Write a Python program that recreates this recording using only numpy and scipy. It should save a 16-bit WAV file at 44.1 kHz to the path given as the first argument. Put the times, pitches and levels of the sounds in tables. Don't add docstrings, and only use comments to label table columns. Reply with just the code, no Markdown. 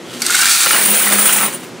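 import sys
import numpy as np
from scipy import signal
from scipy.io import wavfile
from scipy.ndimage import uniform_filter1d

SR = 44100
rng = np.random.default_rng(int(sys.argv[2]) if len(sys.argv) > 2 else 0)


def dump(signal):
    limited = np.clip(np.atleast_2d(signal).T, -1, 1)
    pcm = np.round(limited * 32767).astype(np.int16)
    wavfile.write(sys.argv[1], SR, pcm)


def voltage_ratio(decibels):
    exponent = np.asarray(decibels, float) / 20
    return 10 ** exponent


N = 79380

GRAIN_DB, CROWD_DB = 3.0, 1.8


def evened(x):
    return x / np.sqrt(np.mean(x ** 2) + 1e-20)


def curve(rows, column=1):
    table = np.array(rows)
    return np.interp(np.arange(N) / SR, table[:, 0], table[:, column])


def level(rows, column=1):
    return voltage_ratio(curve(rows, column))


def colour(x, points):
    f, db = np.transpose(points)
    hz = abs(np.fft.fftfreq(4096, 1 / SR)) + 1
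    low_cut_db = 34 * np.maximum(np.log2(f[0] / hz), 0)
    log_gain = np.log(voltage_ratio(np.interp(np.log(hz), np.log(f), db) - low_cut_db) + 1e-5)
    taps = np.fft.ifft(np.exp(np.conj(signal.hilbert(log_gain)))).real[:2048]
    return signal.oaconvolve(x, taps)[:N]


def shaped(x, gain, points):
    return colour(x * gain, points) / np.std(colour(x, points))


def ticks(per_s, spread_db):
    when, size, sign = rng.random((N, 3)).T
    height = voltage_ratio(spread_db * np.minimum(-np.log(size + 1e-9), 4))
    return evened((when < per_s / SR) * height * np.sign(sign - .5))


def ring(x, hz, width):
    r = np.exp(-np.pi * width / SR)
    return signal.lfilter([1, 0, -1], [1, -2 * r * np.cos(2 * np.pi * hz / SR), r * r], x)


def swept(x, hz, width):
    turn = np.exp(2j * np.pi * np.cumsum(hz) / SR)
    r = np.exp(-np.pi * width / SR)
    return 2 * (turn * signal.lfilter([1 - r], [1, -r], x / turn + 1e-18)).real


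def bursts(rows):
    t = np.arange(N) / SR
    out = np.zeros(N)
    for s, db, length in rows:
        fall = np.exp(-np.clip((t - s) / max(length, .002), 0, 9) ** 2)
        out += voltage_ratio(db) * np.clip((t - s) / 0.0012, 0, 1) * fall
    return out


def strikes(pitch, t60, gain, count, size=2000):
    when, big, phase = rng.random((count, 3)).T
    tune, damp = rng.standard_normal((count, 2)).T
    t, at = np.arange(size) / SR, (when * N).astype(int)
    height_db = 2.0 * np.minimum(-np.log(big + 1e-9), 4)
    own_t60 = t60 * np.exp(0.3 * damp)
    tones = voltage_ratio(height_db[:, None] - 60 * t / own_t60[:, None]) * np.minimum(t / 0.00072, 1)
    tones = tones * np.sin(2 * np.pi * (pitch(tune)[:, None] * t + phase[:, None]))
    places = (at[:, None] + np.arange(size)).ravel()
    out = np.bincount(places, (tones * gain[at, None]).ravel(), N + size)[:N]
    return out / np.sqrt(np.sum(tones ** 2) / N)


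def pings(rows):
    size = 8000
    out, t = np.zeros(N + size), np.arange(size) / SR
    for s, db, hz, t60 in rows:
        at, noise = round(s * SR), rng.standard_normal((2, size))
        buzz = 1 + .4 * evened(uniform_filter1d(noise[0], size=60))
        fade = voltage_ratio(-60 * 1.3 * t / t60) * np.minimum(t / 0.00088, 1)
        click = voltage_ratio(-3) * evened(ring(noise[1], hz, hz)) * np.exp(-t / 0.0011)
        out[at:at + size] += voltage_ratio(db) * (fade * np.sin(2 * np.pi * hz * t) * buzz + click)
    return out[:N]


def clumps():
    flicker = uniform_filter1d(uniform_filter1d(rng.standard_normal(N), size=500), size=300)
    return voltage_ratio(1.5 * evened(flicker))


def room(x):
    t = np.arange(SR // 2) / SR
    taps = (rng.random(len(t)) < .05) * rng.choice([-1., 1.], len(t)) * voltage_ratio(-60 * t / .3) * (t > .004)
    return signal.oaconvolve(x, taps / np.linalg.norm(taps))[:N]


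# pitch in Hz, level in dB per Hz.
RUMBLE_COLOUR = [(40, -14), (100, -25), (170, -8), (340, -1.5), (800, -12), (2500, -17.5), (7000, -24.5),
                 (12000, -34), (15500, -61)]
# pitch in Hz, level in dB, width in Hz.
MOTOR_TONES = [(123, -44.5, 13), (170, -39, 14), (242.5, -37.5, 7.8), (361.1, -36.5, 8.5)]
# time in seconds, level in dB.
DUCKING = [(0, -2.5), (.22, -1), (.33, -2), (.42, -12.5), (1.35, -3.5), (1.55, -2.5)]


def hum():
    noise = rng.standard_normal((2, N))
    rumble = voltage_ratio(-31) * evened(colour(noise[0], RUMBLE_COLOUR))
    tones = sum(voltage_ratio(db) * evened(ring(ring(noise[1], hz, w), hz, 3 * w)) for hz, db, w in MOTOR_TONES)
    return (rumble + tones) * level(DUCKING)


# time in seconds, level in dB.
CREEP = [(.02, -57), (.08, -41), (.17, -37.5), (.3, -99)]
# time in seconds, level in dB, box floor ring in dB, floor pitch in Hz.
SLIDE_ROWS = [(0, -64, -60, 1400), (.06, -54, -55, 1420), (.14, -37.5, -43, 1450), (.19, -37, -60, 1290),
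              (0.214, -29.5, -31, 1413), (.28, -20, -47, 1416), (0.352, -16.5, -40, 1545),
              (.42, -16.5, -28, 1532), (.47, -14, -31, 1480), (0.529, -16, -26.5, 1422),
              (.65, -16.5, -29, 1445), (.78, -21, -34, 1405), (.9, -29.5, -41, 1430),
              (1.1, -25.5, -27, 1396), (1.3, -100, -100, 1320)]
# pitch in Hz, level in dB per Hz.
SLIDE_COLOUR = [(500, -18.5), (800, -9.5), (1300, -2), (2300, 1), (5500, -0.5), (8500, 0), (11000, -5),
                (15800, -15.5)]
# time in seconds, pitch in Hz.
WALL_PITCH = [(.28, 2100), (.55, 2524), (.8, 2330)]
# start in seconds, level in dB, length in seconds, box ring in dB.
WALL_KNOCKS = [(0.055, -53, .008, -18), (0.114, -40, .008, -19), (0.131, -40, 0.017, -21),
               (0.179, -48, .008, -20), (.2046, -26, 0.004, -13), (0.2184, -13.5, 0.0064, -13),
               (.2635, -10.5, 0.0065, -15), (0.3035, -12, 0.0087, -9), (0.348, -10.5, 0.0075, -13),
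               (0.389, -10, 0.0074, -2), (0.411, -10.5, .013, -6), (0.4554, -12, 0.007, -3),
               (0.493, -13.5, 0.082, -14), (0.605, -14.5, 0.017, -8), (0.631, -11.5, 0.0093, -1.5)]
# pitch in Hz, level in dB per Hz.
KNOCK_COLOUR = [(1000, -31), (1500, 0.5), (3000, -9.5), (4500, 5.5), (6000, 0.5), (8000, 6), (12000, -6),
                (15800, -15)]
# pitch in Hz, level in dB, t60 in seconds.
BOX_MODES = [(807, -5, 0.06), (1857, 1.5, 0.022), (2800, -3, 0.022), (3790, 0.5, 0.0065), (4070, 0, 0.023),
             (4550, 2, 0.01), (5790, -5, 0.014), (6520, -3, 0.0057), (7600, -4, 0.018), (8500, -5, 0.0042)]


def box_modes(x):
    return sum(voltage_ratio(db) * ring(x, hz, 1.35 / t60) / np.sqrt(t60) for hz, db, t60 in BOX_MODES)


def box_floor(x):
    hz = curve(SLIDE_ROWS, 3)
    return sum(swept(x, hz * (1 + k * 0.043), width=19) for k in (-1, 0, 1))


def box():
    slide, crowd = ticks(2500, GRAIN_DB), ticks(13000, CROWD_DB)
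    sliding = slide * level(SLIDE_ROWS)
    knock_gain = bursts([row[:3] for row in WALL_KNOCKS])
    floor_push = slide * level(SLIDE_ROWS, 2)
    floor_push += crowd * bursts([(s, db + ring_db, n) for s, db, n, ring_db in WALL_KNOCKS])
    scrape = evened(ring(slide, 3160, 400)) * level(CREEP)
    wall = voltage_ratio(-11.5) * evened(swept(slide, curve(WALL_PITCH), 110)) * level(SLIDE_ROWS)
    floor = box_floor(floor_push) / np.std(box_floor(crowd))
    modes = voltage_ratio(-9) * box_modes(sliding + crowd * knock_gain) / np.std(box_modes(crowd))
    return (shaped(slide, level(SLIDE_ROWS), SLIDE_COLOUR) + scrape + wall
            + shaped(crowd, knock_gain, KNOCK_COLOUR) + floor + modes)


# start in seconds, level in dB, pitch in Hz, t60 in seconds.
CLEAR_BOX_RINGS = [(.2192, -15, 4440, 0.051), (.2192, -16, 5790, .045), (.2192, -17, 7820, 0.049),
                   (.2195, -16.5, 2215, .05), (.2195, -17, 1466, 0.065), (.221, -15, 4660, 0.066),
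                   (.2645, -17, 4460, 0.038), (.2645, -19, 4700, .045), (.2645, -11, 8300, 0.034),
                   (.297, -14.5, 1428, 0.17), (.3452, -12, 2124, 0.083), (.3452, -17, 5530, 0.058),
                   (.3452, -10, 8000, 0.056), (.3452, -8.5, 1476, 0.093), (.375, -25, 1420, .06),
                   (.3911, -10.5, 1505, 0.12), (.413, -20.5, 1558, 0.088), (.425, -11, 1386, 0.078),
                   (.441, -15.5, 1367, 0.068), (.4554, -11, 1580, 0.056), (.4554, -7, 7500, 0.04),
                   (.485, -12.5, 1393, 0.08)]


def box_rings():
    return pings(CLEAR_BOX_RINGS)


# time in seconds, clatter in dB, ring of free coins in dB, drumming in dB.
POUR_ROWS = [(.1, -95, -73, -94), (.2, -90, -43, -80), (.4, -80, -22, -54), (.64, -59, -18, -63),
             (.7, -18, -16.5, -39.5), (.8, -18, -14, -40), (.93, -16.5, -11.5, -26.5),
             (1.01, -18, -12, -38), (1.07, -19, -15, -30.5), (1.14, -15.5, -17, -24),
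             (1.23, -17.5, -14, -27), (1.3, -17, -17, -42), (1.36, -19.5, -18, -34.5),
             (1.462, -20, -17.5, -33), (1.49, -27.5, -35, -54), (1.59, -37, -60, -66),
             (1.67, -40.5, -59, -67), (1.74, -60, -85, -78)]
# pitch in Hz, level in dB, width in Hz.
BUCKET_MODES = [(373, -15.5, 140), (517, -20.5, 33), (750, -21, 120)]


def drumming():
    waver = evened(uniform_filter1d(rng.standard_normal(N), 2500))
    low = np.sqrt(2) * np.sin(2 * np.pi * np.cumsum(205 + 4 * waver) / SR)
    throb = 1 + .35 * evened(uniform_filter1d(rng.standard_normal(N), 900))
    hits = ring(ticks(6000, 1.85), 470, 550)
    high = sum(voltage_ratio(db) * evened(ring(hits, hz, w)) for hz, db, w in BUCKET_MODES)
    return low * level(POUR_ROWS, 3) * throb + high * level(POUR_ROWS)


# start in seconds, thud in dB, jingle in dB, length in seconds, thud pitch in Hz.
HEAP_ROWS = [(0.664, -15.5, -26, 0.0086, 1440), (0.709, -22.5, -21, 0.015, 1430),
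             (0.73, -20, -40, 0.065, 1460), (0.808, -24, -19, 0.011, 2720),
             (1.063, -16.5, -42, 0.012, 1930), (1.123, -19, -13.5, 0.017, 1900),
             (1.183, -21, -15, 0.028, 1370), (1.255, -22, -9.5, 0.015, 1320),
             (1.289, -24, -22, 0.0044, 3060), (1.325, -27, -10, 0.014, 1330),
             (1.36, -25.5, -16, 0.024, 1360), (1.407, -21, -24, 0.02, 2400), (1.428, -24, -37, 0.038, 950),
             (1.478, -22.5, -45, 0.012, 1860), (1.523, -30.5, -30.5, 0.04, 2800),
             (1.629, -35.5, -49, 0.022, 2670)]
# pitch in Hz, level in dB, spread between coins as a share of pitch.
COIN_MODES = [
    (9330, -4.5, 0.0227),
    (15380, -8.5, 0.013),
]
# time in seconds, lift in dB.
UPPER_LIFT = [(.3, 1), (.6, 1.5), (.8, 3)]


def jingle_gain():
    return bursts([(s, jingle_db, n) for s, _, jingle_db, n, _ in HEAP_ROWS])


def coins():
    drive = level(POUR_ROWS, 2) + voltage_ratio(0.5) * uniform_filter1d(jingle_gain(), 100)
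    out = np.zeros(N)
    for (hz, db, spread), lift in zip(COIN_MODES, (1, level(UPPER_LIFT))):
        out += voltage_ratio(db) * strikes(lambda u: hz * (1 + spread * u), .055, drive * lift, count=2200)
    return out


# pitch in Hz, level in dB per Hz.
CLATTER_COLOUR = [(250, -39), (500, -3), (1400, 4), (2800, 4.5), (5200, -3.5), (8000, 4), (11500, -2.5),
                  (14500, -3)]
# pitch in Hz, level in dB per Hz.
THUD_COLOUR = [(200, 0), (500, 1.5), (1400, 7.5), (3000, -4), (5000, -16), (15800, -56)]
# pitch in Hz, level in dB per Hz.
JINGLE_COLOUR = [(2000, 3), (5000, -4.5), (7500, 7.5), (10000, 7), (13500, 2), (15800, -5)]
# pitch in Hz, level in dB per Hz.
FIZZ_COLOUR = [(6000, -12), (8000, 0), (11000, 1), (14500, -5.5), (15800, -4)]


def bucket():
    rain, crowd, other = ticks(3300, GRAIN_DB), ticks(9000, CROWD_DB), ticks(9700, CROWD_DB)
    clatter = shaped(rain, level(POUR_ROWS) * clumps(), CLATTER_COLOUR)
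    thuds = shaped(crowd, bursts([(s, db, n) for s, db, _, n, _ in HEAP_ROWS]), THUD_COLOUR)
    for s, db, _, n, hz in HEAP_ROWS:
        tone = ring(crowd * bursts([(s, db, n)]), hz, 130) / np.std(ring(crowd, hz, 160))
        thuds = thuds + voltage_ratio(-7) * tone
    clinks = strikes(lambda u: 2100 * np.exp(.45 * u), 0.033, level(POUR_ROWS), count=1400, size=1300)
    fizz = shaped(ticks(7000, GRAIN_DB), level(POUR_ROWS, 2) * clumps(), FIZZ_COLOUR)
    jingles = shaped(other, jingle_gain(), JINGLE_COLOUR)
    return clatter + thuds + voltage_ratio(-7) * clinks + voltage_ratio(-6.5) * fizz + jingles


# start in seconds, level in dB, pitch in Hz, t60 in seconds.
CLEAR_CLINKS = [(0.661, -3.5, 1375, 0.058), (0.666, -13, 2880, 0.062), (.664, -17, 527, 0.087),
                (0.679, -15, 2470, .05), (.708, -7, 1340, 0.056), (.709, -8, 1850, 0.037),
                (0.731, -9, 2916, 0.078), (0.746, -7.5, 1410, 0.035), (0.764, -10, 1920, 0.044),
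                (.815, -12, 1920, .04), (0.813, -19, 3150, .04), (1.033, -12, 2990, 0.051),
                (1.074, -12, 1970, 0.056), (1.123, -11, 3600, 0.033), (1.145, -12.5, 2180, 0.043),
                (1.186, -11, 1365, .05), (1.292, -10.5, 2860, 0.047), (1.293, -8, 1407, 0.044),
                (1.33, -18, 1390, 0.045), (1.404, -23, 2390, .05), (1.404, -13, 1322, 0.12),
                (1.424, -28, 980, 0.036), (1.432, -15, 2100, .04), (1.481, -31, 1850, 0.029)]


def pile_clinks():
    return pings(CLEAR_CLINKS)


# start in seconds, level in dB, pitch in Hz, t60 in seconds.
STRAGGLERS = [
    (1.53, -24.5, 9500, 0.4),
    (1.54, -18.5, 9300, .25),
    (1.54, -30, 15300, .2),
]


def last_coins():
    t = np.arange(N) / SR
    choke_db = 900 * np.maximum(t - 1.55, 0)
    out = np.zeros(N)
    for s, db, hz, t60 in STRAGGLERS:
        fade = voltage_ratio(db - 60 * np.maximum(t - s, 0) / t60 - choke_db) * np.clip((t - s) / 0.0055, 0, 1)
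        out += fade * (np.sin(2 * np.pi * hz * t) + 0.49 * np.sin(2 * np.pi * (hz + 45) * t))
    return out


# pitch in Hz, side against mid in dB.
SIDE_COLOUR = [(300, -10), (600, -17.5), (1200, -22), (2500, -18), (5000, -14), (9500, -15), (13000, -11),
               (15400, -16)]


def scene():
    metal = box() + box_rings() + drumming() + clumps() * coins() + bucket() + pile_clinks() + last_coins()
    mid = metal + voltage_ratio(-11) * room(metal) + hum()
    smear = rng.standard_normal(3000) * np.exp(-np.arange(3000) / 600) / np.sqrt(300)
    wide = signal.oaconvolve(metal, smear)[:N]
    side = colour(wide, SIDE_COLOUR) + voltage_ratio(-15) * hum()
    return np.array([mid + side, mid - side])


def top_cut(x):
    return signal.sosfilt(signal.butter(12, 16530, fs=SR, output="sos"), x)


def record(dry):
    x = dry / (1 + (dry / .9) ** 4) ** .25
    x = signal.lfilter(*signal.butter(2, 84, "high", fs=SR), x)
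    x = signal.oaconvolve(x, signal.firwin(1023, 15700, window=("kaiser", 9), fs=SR)[None], "same")
    return top_cut(x)


dry = scene()
out = record(dry)
dump(out)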